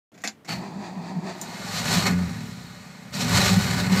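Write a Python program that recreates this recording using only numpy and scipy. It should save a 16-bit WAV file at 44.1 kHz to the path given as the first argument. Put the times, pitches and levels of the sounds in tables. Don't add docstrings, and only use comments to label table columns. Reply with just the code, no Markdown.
import sys
import numpy as np
from scipy import signal
from scipy.fft import rfft, irfft
from scipy.io import wavfile
from scipy.ndimage import uniform_filter1d

SR = 44100
rng = np.random.default_rng(int(sys.argv[2]) if len(sys.argv) > 2 else 0)


def unload_wav(signal):
    wavfile.write(
        sys.argv[1],
        SR,
        np.round(np.clip(np.atleast_2d(signal).T, -1, 1) * 32767).astype(np.int16),
    )


N = 176400
T = np.arange(N) / SR

# start in seconds, relative level in dB, decay in seconds.
LOCK_CLICKS = [(0.12, -64, 0.011), (0.142, -52.5, 0.014), (0.177, -49, 0.011), (0.204, -50.5, 0.014),
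               (.238, -23.5, 0.005), (0.245, -31.5, 0.024), (0.2755, -11.5, 0.00065), (0.282, -54, 0.0071),
               (0.447, -45, 0.021)]
# start in seconds, relative level in dB.
KEYRING_TICKS = [(.188, -53), (0.219, -41), (1.414, -18.5)]

# time in seconds, hum in Hz.
STARTER_HZ = [(.47, 149.3), (.56, 177.7), (.66, 199.1), (.74, 171.5), (.8, 205.1), (.87, 171.9),
              (.98, 195.6), (1.06, 178.2), (1.12, 191.2), (1.18, 172.3), (1.26, 192.2), (1.4, 181.5),
              (1.55, 193)]
# time in seconds, relative level in dB.
HUM_DB = [(0.47, -57), (0.498, -35), (0.53, -34.5), (0.744, -42.5), (0.764, -33), (0.882, -44),
          (0.992, -33), (1.078, -42), (1.184, -26.5), (1.218, -44.5), (1.246, -31), (1.302, -42),
          (1.5, -47.5)]
# multiple of the hum frequency, relative level in dB.
GROAN_PARTIALS = [(2, -4.5), (4, -11.5), (5, -6.5)]
# centre in seconds, hiss rise in dB.
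COMPRESSIONS = [(.645, 6), (0.857, 8), (1.08, 6.5), (1.293, 12.5), (1.52, -0.5)]

# time in seconds, firing rate in Hz.
FIRING_HZ = [(1.4, 26.4), (1.7, 46.3), (1.85, 75.2), (1.97, 95), (2.1, 90.3), (2.2, 90), (2.3, 79),
             (2.45, 79), (2.6, 62.5), (3.1, 64.4), (3.2, 74.4), (3.3, 87.5), (3.38, 93.4), (3.46, 94),
             (3.55, 103), (3.66, 89), (3.76, 90), (3.86, 91.5), (3.95, 95), (4, 91)]
CYLINDER_DB = [0, -13, 0, -12, 0, -14]
# time in seconds, relative level in dB.
BOOM_DB = [(1.65, -37.5), (1.67, -39.5), (1.87, -31.5), (1.99, -24.5), (2.04, -31), (2.11, -21.5),
           (2.21, -24), (2.34, -35), (2.4, -35), (2.74, -47), (3.12, -45.5), (3.17, -31), (3.37, -23.5),
           (3.49, -28.5), (3.59, -23.5), (3.62, -30.5), (4.0, -23)]
RUMBLE_DB = [(1.45, -51), (2.08, -28.5), (2.99, -56.5), (3.37, -21.5), (3.44, -28.5), (3.56, -22.5),
             (3.61, -28.5), (4.0, -30)]
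# centre in seconds, peak in dB.
EXHAUST_THUMPS = [(1.984, -15.5), (3.383, -15), (3.52, -16), (3.574, -14), (3.93, -16)]
# time in seconds, relative middle and treble levels in dB.
CLATTER_DB = [(1.45, -38.5, -39), (1.62, -37.5, -40), (1.8, -33.5, -32), (1.83, -33.5, -35.5),
              (1.92, -25.5, -23), (2.05, -30.5, -31), (2.07, -22, -25), (2.14, -37, -43.5),
              (2.55, -47.5, -48), (3.12, -49, -54), (3.14, -37, -33.5), (3.22, -34, -34),
              (3.25, -34, -34.5), (3.35, -25, -26.5), (3.47, -23.5, -22.5), (3.57, -31, -32),
              (3.87, -31, -34.5), (4.0, -26.5, -28.5)]
# centre in seconds, rise of the middle clatter in dB.
FIRING_SPUTTERS = [(1.75, 1), (1.787, 2.5), (1.907, -1.5), (3.22, 4), (3.365, 3), (3.635, 1.5), (3.71, 1.5),
                   (3.795, 2), (3.894, -3.5), (3.925, 1)]
# frequency in Hz, relative level in dB.
PANEL_MODES = [(802, 9.5), (1202, -6.5), (1261, 3.5), (1427, 0), (1790, 4.5), (2006, -2.5), (2278, -6),
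               (2518, 7), (3834, -1), (4097, -1.5), (4339, 1.5)]

# frequency in Hz, relative density in dB.
LOCK_SPECTRUM = [(88, -27), (150, -30), (200, 1), (267, -10), (378, -11.5), (441, -16.5), (772, 0),
                 (866, -13), (2140, -4), (3150, -16), (7080, -12), (8410, -25), (13100, -31.5),
                 (15000, -46)]
KEYRING_SPECTRUM = [(2500, -34), (4200, -9), (6200, -10), (6950, 3), (7700, -11), (10000, -19),
                    (12500, -15), (15000, -22)]
GEAR_GROWL_SPECTRUM = [(200, -19.5), (290, 8.5), (360, 8), (450, -1.5), (540, 0), (680, 11), (930, 6),
                       (1100, 2), (1700, -33.5)]
GEAR_HISS_SPECTRUM = [(650, -26), (1100, -8), (1280, 5.5), (1390, -5), (1870, 4.5), (2090, -2.5),
                      (2500, 0.5), (2910, -12), (4690, -1), (5180, -10.5), (7470, -10), (9210, -23),
                      (13700, -52), (15500, -38)]
ENGINE_BAY_SPECTRUM = [(260, -26), (450, 0), (605, 3), (652, -3), (814, 6), (1050, -2), (1230, 2),
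                       (1350, -0.5), (1410, 1.5), (1630, -1), (1810, 2.5), (2290, 3), (2780, -0.5),
                       (3470, -6.5), (4210, 0.5), (4960, -7), (7610, -7.5), (9790, -20.5), (13400, -18),
                       (15500, -29)]
EXHAUST_SPECTRUM = [(40, -66), (100, -36), (140, -12.5), (165, 5), (188, 5), (215, -2), (245, -2.5),
                    (290, -19), (340, -20), (450, -21), (900, -62.5)]
FLOOR_SPECTRUM = [(25, -65), (45, -26), (65, -14.5), (85, -18), (112, 0), (135, -9), (180, -23), (400, -52)]


def undb(db):
    return 10 ** (np.asarray(db) / 20)


def unit(x):
    return x / np.sqrt(np.mean(x ** 2))


def curve(rows, column=1):
    rows = np.array(rows)
    return np.interp(T, rows[:, 0], rows[:, column])


def bump(centre_s, width_s):
    return np.exp(-((T - centre_s) / width_s) ** 2)


def burst(start_s, decay_s):
    return (T >= start_s) * np.exp(-np.maximum(T - start_s, 0) / decay_s)


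def fade(t60_s):
    return np.exp(-np.log(1000) * T / t60_s)


def noise():
    return rng.standard_normal(N)


def grit(spread_db):
    return unit(noise() * undb(spread_db * np.minimum(rng.exponential(size=N), 6)))


def walk(rate_hz):
    size = int(SR / rate_hz)
    return unit(uniform_filter1d(uniform_filter1d(noise(), size), size))


def steady(x, size=2600):
    return x / np.sqrt(np.abs(uniform_filter1d(uniform_filter1d(x * x, size), size)) + 1e-12)


def convolve(x, response):
    return signal.fftconvolve(x, response / np.linalg.norm(response))[:N]


def colour(x, spectrum, size=8192):
    hz, db = np.array(spectrum).T
    gain_db = np.interp(np.log(np.fft.rfftfreq(size, 1 / SR) + 1), np.log(hz), db)
    cepstrum = irfft(np.log(undb(gain_db)))
    cepstrum[1:size // 2] *= 2
    cepstrum[size // 2 + 1:] = 0
    return convolve(x, irfft(np.exp(rfft(cepstrum))))


def cut(x, hz, kind, order=4):
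    return signal.sosfilt(signal.butter(order, hz, kind, fs=SR, output="sos"), x)


def ring(x, modes, t60_s):
    return convolve(x, fade(t60_s) * sum(undb(db) * np.sin(2 * np.pi * hz * T) for hz, db in modes))


def cab(x, t60_s, wet_db):
    tail = noise() * fade(t60_s) * (T > 0.002)
    return (x + undb(wet_db) * convolve(x, tail)) / np.hypot(1, undb(wet_db))


def air(start_s=0.118):
    spectrum = [(40, -21.5), (180, 3.5), (500, -8.5), (2000, -19), (7000, -33.5), (15000, -36)]
    return undb(-54) * colour(noise(), spectrum) * (T > start_s)


def key():
    snaps = noise() * sum(undb(db) * burst(s, decay_s) for s, db, decay_s in LOCK_CLICKS)
    lock = cab(colour(snaps, LOCK_SPECTRUM), t60_s=0.085, wet_db=0)
    dash = undb(-16) * ring(snaps, [(222, 0), (262, 3.5)], t60_s=0.28)
    dash += undb(-14) * ring(snaps, [(775, 0)], t60_s=0.14)
    ticks = noise() * sum(undb(db) * burst(s, decay_s=0.00088) for s, db in KEYRING_TICKS)
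    keyring = cut(colour(ticks, KEYRING_SPECTRUM), 4300, "high", order=2)
    return cut(undb(2) * lock + dash, 160, "high") + undb(3.5) * cab(keyring, t60_s=0.11, wet_db=1)


def pinion(teeth, start_s=0.46, attack_s=0.031, hold_s=0.068, decay_s=0.034):
    envelope = np.clip((T - start_s) / attack_s, 0, 1)
    envelope *= np.exp(-np.maximum(T - start_s - hold_s, 0) / decay_s)
    crash = unit(cut(colour(teeth * grit(spread_db=2.5), ENGINE_BAY_SPECTRUM), 350, "high"))
    zing = unit(ring(noise(), [(4450, 0)], t60_s=0.013))
    shake = steady(colour(noise(), FLOOR_SPECTRUM)) * (undb(-54.5) + undb(-38) * bump(0.565, 0.04))
    return envelope * (undb(-32.5) * crash + undb(-36.5) * zing) + shake


def starter():
    hum_hz = curve(STARTER_HZ) * (1 + 0.0227 * walk(72.5))
    phase = 2 * np.pi * np.cumsum(hum_hz) / SR
    hum = np.sin(phase) * undb(2 * walk(51)) + undb(-2.5) * unit(colour(noise(), EXHAUST_SPECTRUM))
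    load_db = sum(db * bump(s, width_s=0.05) for s, db in COMPRESSIONS)
    teeth = np.exp(0.12 * np.cos(phase))
    groan = sum(undb(db + 2 * walk(32)) * np.sin(k * phase + 0.85 * walk(104))
                for k, db in GROAN_PARTIALS)
    growl = steady(unit(colour(teeth * noise(), GEAR_GROWL_SPECTRUM)) + groan)
    growl *= undb(-42 + 0.48 * load_db + walk(36))
    hiss = unit(cut(colour(teeth * grit(spread_db=1.5), GEAR_HISS_SPECTRUM), 860, "high"))
    hiss *= undb(-51.5 + load_db)
    return steady(hum) * undb(curve(HUM_DB) + 2) + growl + hiss + pinion(teeth)


def clatter(age_s, lump, scatter):
    revs = 1.15 - lump
    spray = np.exp(-age_s / 0.0071) * undb(7.1 * np.tanh(scatter))
    knocks = grit(spread_db=2) * (1.06 + spray) * revs + 0.66 * noise()
    metal = unit(cab(colour(knocks, ENGINE_BAY_SPECTRUM), t60_s=0.076, wet_db=-6))
    metal += undb(-9) * unit(ring(knocks, PANEL_MODES, t60_s=0.24))
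    panel_hum = undb(-11.5) * revs * steady(ring(knocks, [(385.6, 0)], t60_s=0.16))
    middle = steady(cut(metal, 2280, "low", order=6)) + panel_hum
    treble = steady(cut(metal, 2970, "high", order=6))
    sputter_db = sum(db * bump(s, width_s=0.022) for s, db in FIRING_SPUTTERS)
    middle *= undb(curve(CLATTER_DB) + sputter_db - 0.5)
    treble *= undb(curve(CLATTER_DB, column=2) + 1.76 * sputter_db)
    return middle + treble


def thumps(cab_hz=183.5):
    envelope = sum(undb(db) * bump(s, width_s=0.02) for s, db in EXHAUST_THUMPS)
    return envelope * np.sin(2 * np.pi * (cab_hz * T + rng.random()) + 0.33 * walk(39))


def exhaust(cycles, age_s, lump, strength):
    coast = bump(centre_s=2.19, width_s=0.11)
    pulses = np.diff(cycles.astype(int), prepend=0)
    puffs = (0.072 + 0.026 * lump) * (1 - 0.5 * coast) * np.exp(-age_s / 0.0081) * noise()
    gas = strength * (pulses + puffs)
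    boom = steady(colour(gas, EXHAUST_SPECTRUM), size=2200) * undb(curve(BOOM_DB) + 1)
    rumble = steady(colour(gas + 0.057 * noise(), FLOOR_SPECTRUM)) * undb(curve(RUMBLE_DB))
    drone = undb(-30.5) * np.sqrt(2) * np.sin(2 * np.pi * cycles)
    return boom + (1 - 0.76 * coast) * rumble + coast * drone


def engine(idle_hz=65, smooth_hz=86.85, scatter_db=1.5):
    lump = np.interp(curve(FIRING_HZ), [idle_hz, smooth_hz], [1, 0.18])
    rate_hz = curve(FIRING_HZ) * (1 + 0.066 * lump * walk(50))
    cycles = np.cumsum(rate_hz) / SR
    firing = cycles.astype(int)
    age_s = (cycles - firing) / rate_hz
    gas_scatter, knock_scatter = rng.standard_normal((N // 100, 2))[firing].T
    cylinder_db = np.array(CYLINDER_DB)[firing % len(CYLINDER_DB)]
    strength = undb(lump * cylinder_db + scatter_db * gas_scatter)
    return exhaust(cycles, age_s, lump, strength) + clatter(age_s, lump, knock_scatter) + thumps()


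def scene(crank_s=0.4934, catch_s=1.553, handover_s=0.55):
    engaged = np.clip((T - crank_s) / 0.022 + 1, 0, 1)
    handover = np.pi / 2 * np.clip((T - catch_s) / handover_s + 0.5, 0, 1)
    return (air() + key() + engaged * np.cos(handover) * starter() + np.sin(handover) * engine())[None]


def record(dry, bass_hz=41, top_hz=15500):
    lowpass = signal.ellip(10, 0.2, 80, top_hz, fs=SR, output="sos")
    return signal.sosfilt(lowpass, cut(dry, bass_hz, "high", order=2))


dry = scene()
out = record(dry)
unload_wav(out)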